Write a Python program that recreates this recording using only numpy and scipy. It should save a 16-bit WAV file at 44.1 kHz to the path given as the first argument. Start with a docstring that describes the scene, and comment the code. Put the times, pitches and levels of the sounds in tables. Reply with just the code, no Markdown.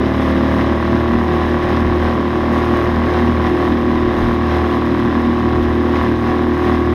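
"""A small single-cylinder four-stroke outboard motor pushes an open boat across a calm lake.
It picks up a little speed. Once a cycle the exhaust thumps and the burning fuel knocks the engine
block; the crank shakes the hull at twice that rate. Valves and gears clatter. Each small wave throws
spray and makes the motor rattle louder, and a light breeze puffs on the microphone."""
import sys
import numpy as np
from scipy import signal
from scipy.fft import rfft, irfft
from scipy.io import wavfile
from scipy.ndimage import uniform_filter1d

SR = 44100
rng = np.random.default_rng(int(sys.argv[2]) if len(sys.argv) > 2 else 0)


def bounce(signal):
    """Save signal as a 16-bit WAV file at the path given by the first command-line argument."""
    frames = np.transpose(np.atleast_2d(signal))
    limited = np.clip(frames, -1, 1)
    pcm = np.round(limited * 32767).astype(np.int16)
    wavfile.write(sys.argv[1], SR, pcm)


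N = 306054
START_AT, EXHAUST_AT, KNOCK_AT, VALVE_AT = .113, .2, .607, .887   # moments in an engine cycle, 0 to 1


def from_db(db):
    """Turn decibels into a number to multiply by."""
    return 10 ** (np.asarray(db) / 20)


def unit_power(x):
    """Scale a signal so that its average power is 1."""
    return x / np.sqrt(np.mean(x ** 2) + 1e-20)


def steady(x, size=SR // 6):
    """Even out the level over a few engine cycles."""
    return x / np.sqrt(uniform_filter1d(x ** 2, size) + 1e-9)


def curve(rows):
    """Join (time, value) points with straight lines."""
    return np.interp(np.arange(N) / SR, *np.transpose(rows))


def drift(rate, size=8192):
    """A smooth random wobble of about 1 that changes about rate times a second."""
    hz = np.arange(size // 2 + 1) * SR / N
    spectrum = rfft(rng.standard_normal(size)) / (1 + (hz / rate) ** 4)
    slow = unit_power(irfft(spectrum, size))
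    return np.interp(np.arange(N) * size / N, np.arange(size), slow)


def slope(db_per_s):
    """A level in dB that changes evenly, passing 0 halfway through the sound."""
    return db_per_s * (np.arange(N) - N / 2) / SR


def slope_band(x, hz, q, db_per_s):
    """Slowly turn one band of a sound up or down; a higher q makes the band narrower."""
    band = signal.lfilter(*signal.iirpeak(hz, q, fs=SR), x)
    return x + (from_db(slope(db_per_s)) - 1) * band


def burst(cycles, moment, decay):
    """A level that jumps at one moment of each cycle and dies away."""
    return np.exp(-((cycles - moment) % 1) / decay)


def noise(tone, pulse=1):
    """Pulsed noise, shaped by a tone table and falling steeply beyond the table's ends."""
    hz = np.maximum(np.arange(N // 2 + 1) * SR / N, 1)
    points, db = np.transpose(tone)
    edges = np.minimum(1, np.minimum(hz / points[0], points[-1] / hz)) ** 4
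    gain = from_db(np.interp(np.log(hz), np.log(points), db)) * edges
    return unit_power(irfft(rfft(rng.standard_normal(N) * pulse) * gain, N))


def ring(clicks, hz, ring_s):
    """Each click starts a pure tone that fades by 60 dB in ring_s seconds."""
    fade = np.exp(-np.log(1000) / (ring_s * SR))
    angle = 2 * np.pi * hz / SR
    return signal.lfilter([0, np.sin(angle)], [1, -2 * fade * np.cos(angle), fade ** 2], clicks + 1e-18)


def strike(cycles, blows, notes, polarity, blow_db, note_db, wander_db, jitter_s):
    """Blows (moment [cycles], level at 1 kHz [dB], tilt [dB/octave]) ring notes, never twice alike."""
    hits = [np.flatnonzero(np.diff(np.floor(cycles - blow[0]))) for blow in blows]
    _, force_db, tilt_db = np.repeat(blows, [len(h) for h in hits], axis=0).T
    chance = rng.standard_normal((len(force_db), len(notes) + 2))
    jitter = np.round(jitter_s * SR * chance[:, -1]).astype(int)
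    at = np.clip(np.concatenate(hits) + jitter, 0, N - 1)
    ringing = np.zeros(N)
    for k, (hz, db, ring_s) in enumerate(notes):
        # chance per blow and per note, plus a slow wander as the boat rocks
        uneven_db = blow_db * chance[:, -2] + note_db * chance[:, k] + wander_db * drift(5.3)[at]
        clicks = np.zeros(N)
        clicks[at] = from_db(db + force_db + tilt_db * np.log2(hz / 1000) + uneven_db)
        ringing += polarity ** k * ring(clicks, hz, ring_s)
    return steady(signal.sosfilt(signal.butter(4, 2100, fs=SR, output="sos"), ringing))


# How fast the motor runs: (time [s], firing rate [Hz])
FIRING_RATE = [(0.0, 37.753), (0.63, 38.218), (1.26, 39.397), (1.42, 39.164), (1.77, 39.439), (2.6, 39.201),
               (3.35, 39.579), (3.63, 39.276), (4.14, 39.576), (4.38, 39.256), (4.81, 39.148),
               (4.95, 39.216), (5.36, 39.54), (6.09, 39.475), (6.31, 39.64), (6.94, 39.273)]


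def motor_timing():
    """The motor fires once a cycle: count the cycles, and give the rate above its average in Hz."""
    firing_hz = curve(FIRING_RATE)
    return START_AT + np.cumsum(firing_hz) / SR, firing_hz - firing_hz.mean()


# How strongly the hull hums: (time [s], relative level [dB])
HUM_LEVEL = [(0.0, -23), (0.2, -22), (1.54, -22), (1.62, -27), (1.78, -19.5), (2.05, -19), (2.17, -26),
             (3.39, -19.5), (3.53, -23.5), (4.1, -24.1), (4.22, -21), (4.38, -23.9), (4.61, -18.5),
             (4.73, -25.8), (5.29, -25.1), (5.56, -20.5), (6.37, -25), (6.94, -20.5)]


def hull_hum(cycles):
    """The unbalanced crank turns twice a cycle and shakes the hull with an almost pure tone."""
    level_db = curve(HUM_LEVEL) + 0.8 + 0.57 * drift(11)
    return from_db(level_db) * np.sqrt(2) * np.cos(4 * np.pi * cycles)


# The tone of the bubbling gas: (frequency [Hz], relative level [dB])
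GURGLE_TONE = [(60, -26), (110, -7), (170, -5), (210, 0.5), (260, -0.5), (340, 0), (400, -7.5),
               (470, -23.5)]


def gurgle(cycles):
    """Exhaust gas bubbles out under water in pulses, easing as the boat gets under way."""
    pulse = 2 + burst(cycles, moment=0.47, decay=0.82)
    return from_db(-9 + slope(db_per_s=-0.24)) * noise(GURGLE_TONE, pulse)


# The notes of the exhaust and hull: (frequency [Hz], relative level [dB], ring time [s])
EXHAUST_NOTES = [(124.2, -19.5, 0.076), (140.1, -19.5, 0.055), (185.5, -26, 0.19), (244.9, -10, 0.11),
                 (259.4, -14.5, 0.049), (305, -21.5, 0.13), (357.2, -9.5, 0.07)]
# How strongly one hull panel booms: (time [s], relative level [dB])
BOOM_LEVEL = [(0.0, -23.5), (0.73, -21), (0.79, -38), (0.91, -24), (1.36, -38), (1.82, -22), (1.95, -32),
              (2.52, -23), (3.43, -27.5), (3.49, -20.5), (4.65, -26.5), (4.81, -21), (5.44, -22),
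              (6.94, -21)]


def exhaust(cycles, level_db):
    """A thump and a gurgle each cycle; one hull panel booms more or less as the boat rolls."""
    thump = strike(cycles, [(EXHAUST_AT, 0, 0)], EXHAUST_NOTES, polarity=-0.95,
                   blow_db=0, note_db=0.85, wander_db=2, jitter_s=.00008)
    panel = signal.lfilter(*signal.iirpeak(274, Q=11, fs=SR), thump)   # the panel booms at 274 Hz
    pipe = from_db(-1.41) * steady(thump - panel, size=SR // 13) + gurgle(cycles)
    boom = from_db(curve(BOOM_LEVEL) + 0.5) * steady(panel)
    return slope_band(from_db(level_db) * pipe + boom, hz=167, q=2.1, db_per_s=-0.74)   # the bass eases


# Metal parts meeting in each cycle: (moment [cycles], relative level [dB], fade time [cycles])
METAL_TAPS = [(0.288, -4.5, 0.41), (.6, -46, 0.041), (0.801, -10, 0.049), (0.911, -5.5, 0.18)]
# The tone of the clatter: (frequency [Hz], relative level [dB])
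CLATTER_TONE = [(1100, -13), (1400, -6.5), (1700, 1), (1980, 1), (2250, -6.5), (2600, -8.5), (3200, -9.5),
                (3900, -11.5), (4500, -22), (5100, -17.5), (6300, -31), (7500, -39), (10000, -40.5)]


def clatter(cycles, level_db, whirr=1.0, uneven_db=3.5):
    """Gears whirr steadily; valves and piston add uneven taps at set moments of the cycle."""
    taps = sum(from_db(db + uneven_db * drift(31)) * burst(cycles, moment, decay)
               for moment, db, decay in METAL_TAPS)
    return from_db(level_db) * noise(CLATTER_TONE, whirr + taps)


# The notes of the engine block and its cover: (frequency [Hz], relative level [dB], ring time [s])
BLOCK_NOTES = [(409, -35, .2), (523, -28.3, .075), (580, -31, .071), (651, -27.5, .065), (748, -27, .115),
               (807, -29.3, .05), (1023, -19.6, .043), (1113, -20.8, .056), (1175, -34, .134),
               (1395, -28.5, .018), (1580, -30, .065), (1705, -33.5, .08), (1857, -36, .05),
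               (2017, -45, .03)]
# The tone of the rattling cover: (frequency [Hz], relative level [dB])
COVER_TONE = [(400, 5), (520, 0.5), (720, 0), (880, 1), (1050, 4.5), (1200, -6.5), (1350, -4)]


def engine_knock(cycles, extra_hz, level_db):
    """Firing knocks the block and a closing valve adds a duller blow; the cover rattles along."""
    blows = [(KNOCK_AT, 0, 0), (VALVE_AT, -6.2, -12)]
    block = strike(cycles, blows, BLOCK_NOTES, polarity=0.99,
                   blow_db=1.07, note_db=0.9, wander_db=1.63, jitter_s=.00002)
    force = from_db(1 + extra_hz)   # 1 dB harder for each extra firing a second
    shaking = 5.7 + burst(cycles, KNOCK_AT, decay=.2) + burst(cycles, VALVE_AT, decay=0.38)
    cover = from_db(-5) * noise(COVER_TONE, shaking)
    knock = from_db(level_db) * (force * block + cover)
    knock = slope_band(knock, hz=555, q=2.2, db_per_s=-0.5)   # the cover's low ring eases
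    return slope_band(knock, hz=734, q=20, db_per_s=0.65)   # one ring of the block grows


# The tone of the valve's tick: (frequency [Hz], relative level [dB])
TICK_TONE = [(8000, -7), (10500, -7), (12500, 0), (14500, -5)]


def valve_tick(cycles, level_db, uneven_db=4):
    """Each closing of the valve adds a tiny, very high tick."""
    gain = from_db(level_db + uneven_db * drift(25))
    return gain * burst(cycles, VALVE_AT, decay=.045) * noise(TICK_TONE)


# The tone of the spray's fizz, coloured by two high resonances of the camera housing:
# (frequency [Hz], relative level [dB])
FIZZ_AND_HOUSING_TONE = [(3000, -19), (6500, 8), (7300, -9), (8100, -5), (8700, 4.5), (9800, -4.5),
                         (11600, 4.5), (12800, -5), (13500, -2), (15000, -10)]


def spray(level_db, drops_per_s=150):
    """A fine fizz of spray, with single drops ticking back onto the lake."""
    fizz = noise(FIZZ_AND_HOUSING_TONE, from_db(1.4 * drift(120)))
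    landings = (rng.random(N) < drops_per_s / SR) * rng.uniform(.3, 1, N)
    drops = noise(FIZZ_AND_HOUSING_TONE, uniform_filter1d(landings, size=60))
    return from_db(level_db) * (fizz + from_db(-4.5) * drops)


def swell(peak_s, length_s):
    """A smooth rise from 0 to 1 and back."""
    progress = np.clip((np.arange(N) / SR - peak_s) / length_s, -.5, .5)
    return np.cos(np.pi * progress) ** 2


# Small waves meeting the boat: (peak time [s], length [s], extra rattle [dB], extra spray [dB])
SMALL_WAVES = [(0.25, 0.26, 2, 5), (.52, 0.61, 1.5, 2.5), (0.922, 0.53, 0.5, 1), (1.435, 0.33, 1.5, 3),
               (1.705, .3, 2, 2), (2.07, 0.18, 2.5, 1.5), (2.56, 0.2, 3, 5.5), (2.778, 0.54, 2.5, 4.5),
               (3.166, 0.34, 3, 3), (3.46, 0.14, 2.5, 5), (3.648, 0.21, 2.5, 4), (4.222, 0.31, 2, 4.5),
               (4.536, 0.29, 3.5, 2.5), (4.712, 0.23, 2.1, 3), (5.133, 0.14, 0.5, 0), (5.45, 0.37, 0.5, .5),
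               (5.98, 0.34, 3, 2), (6.293, 0.2, 3, 1.5), (6.68, .28, 2.5, 3)]


def waves():
    """Each wave shakes the motor and throws spray: give both rises in level, in dB."""
    shake_db = sum(db * swell(peak_s, length_s) for peak_s, length_s, db, _ in SMALL_WAVES)
    splash_db = sum(db * swell(peak_s, length_s) for peak_s, length_s, _, db in SMALL_WAVES)
    return shake_db, splash_db


# The tone of the wind's rumble: (frequency [Hz], relative level [dB])
BREEZE_TONE = [(12, -9), (22, 6), (42, 1), (60, 1), (120, -0.5)]
# Puffs of wind: (peak time [s], length [s], extra level [dB])
WIND_PUFFS = [(1.14, .2, 14), (1.66, 0.17, 12), (1.87, .25, 12), (4.05, .2, 9), (4.25, 0.27, 16),
              (5.6, .25, 11)]


def breeze(level_db):
    """Wind on the microphone makes a low, wavering rumble that swells with each puff."""
    puff_db = sum(db * swell(peak_s, length_s) for peak_s, length_s, db in WIND_PUFFS)
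    return from_db(level_db + puff_db - 2.5 * drift(9.7)) * noise(BREEZE_TONE)


def scene():
    """Motor, spray and breeze in the open air; each wave lifts the rattle and the spray."""
    cycles, extra_hz = motor_timing()
    shake_db, splash_db = waves()
    # the exhaust grows with speed and dips when a wave covers its outlet
    exhaust_db = -16 + 0.5 * extra_hz - 0.17 * shake_db + 1.15 * drift(9.7)
    # the rattle eases as the boat gets under way
    rattle_db = shake_db + slope(db_per_s=-0.22) + 0.22 * drift(9.7)
    spray_db = -59.5 + splash_db + 0.7 * drift(9.7)
    motor = exhaust(cycles, exhaust_db)
    motor += engine_knock(cycles, extra_hz, level_db=-24 + rattle_db)
    motor += clatter(cycles, level_db=-32.5 + rattle_db)
    motor += valve_tick(cycles, level_db=-61 + 1.3 * rattle_db)
    return (motor + hull_hum(cycles) + spray(spray_db) + breeze(level_db=-38))[None]


def record(dry, low_hz=12, high_hz=15200):
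    """Drop the deepest bass, end without a click and cut the highest treble steeply."""
    dry = signal.sosfilt(signal.butter(2, low_hz, "high", fs=SR, output="sos"), dry)
    fade_out = np.minimum(1, np.arange(N)[::-1] / (.003 * SR))
    return signal.sosfilt(signal.ellip(10, .2, 80, high_hz, fs=SR, output="sos"), dry * fade_out)


dry = scene()
out = record(dry)
bounce(out)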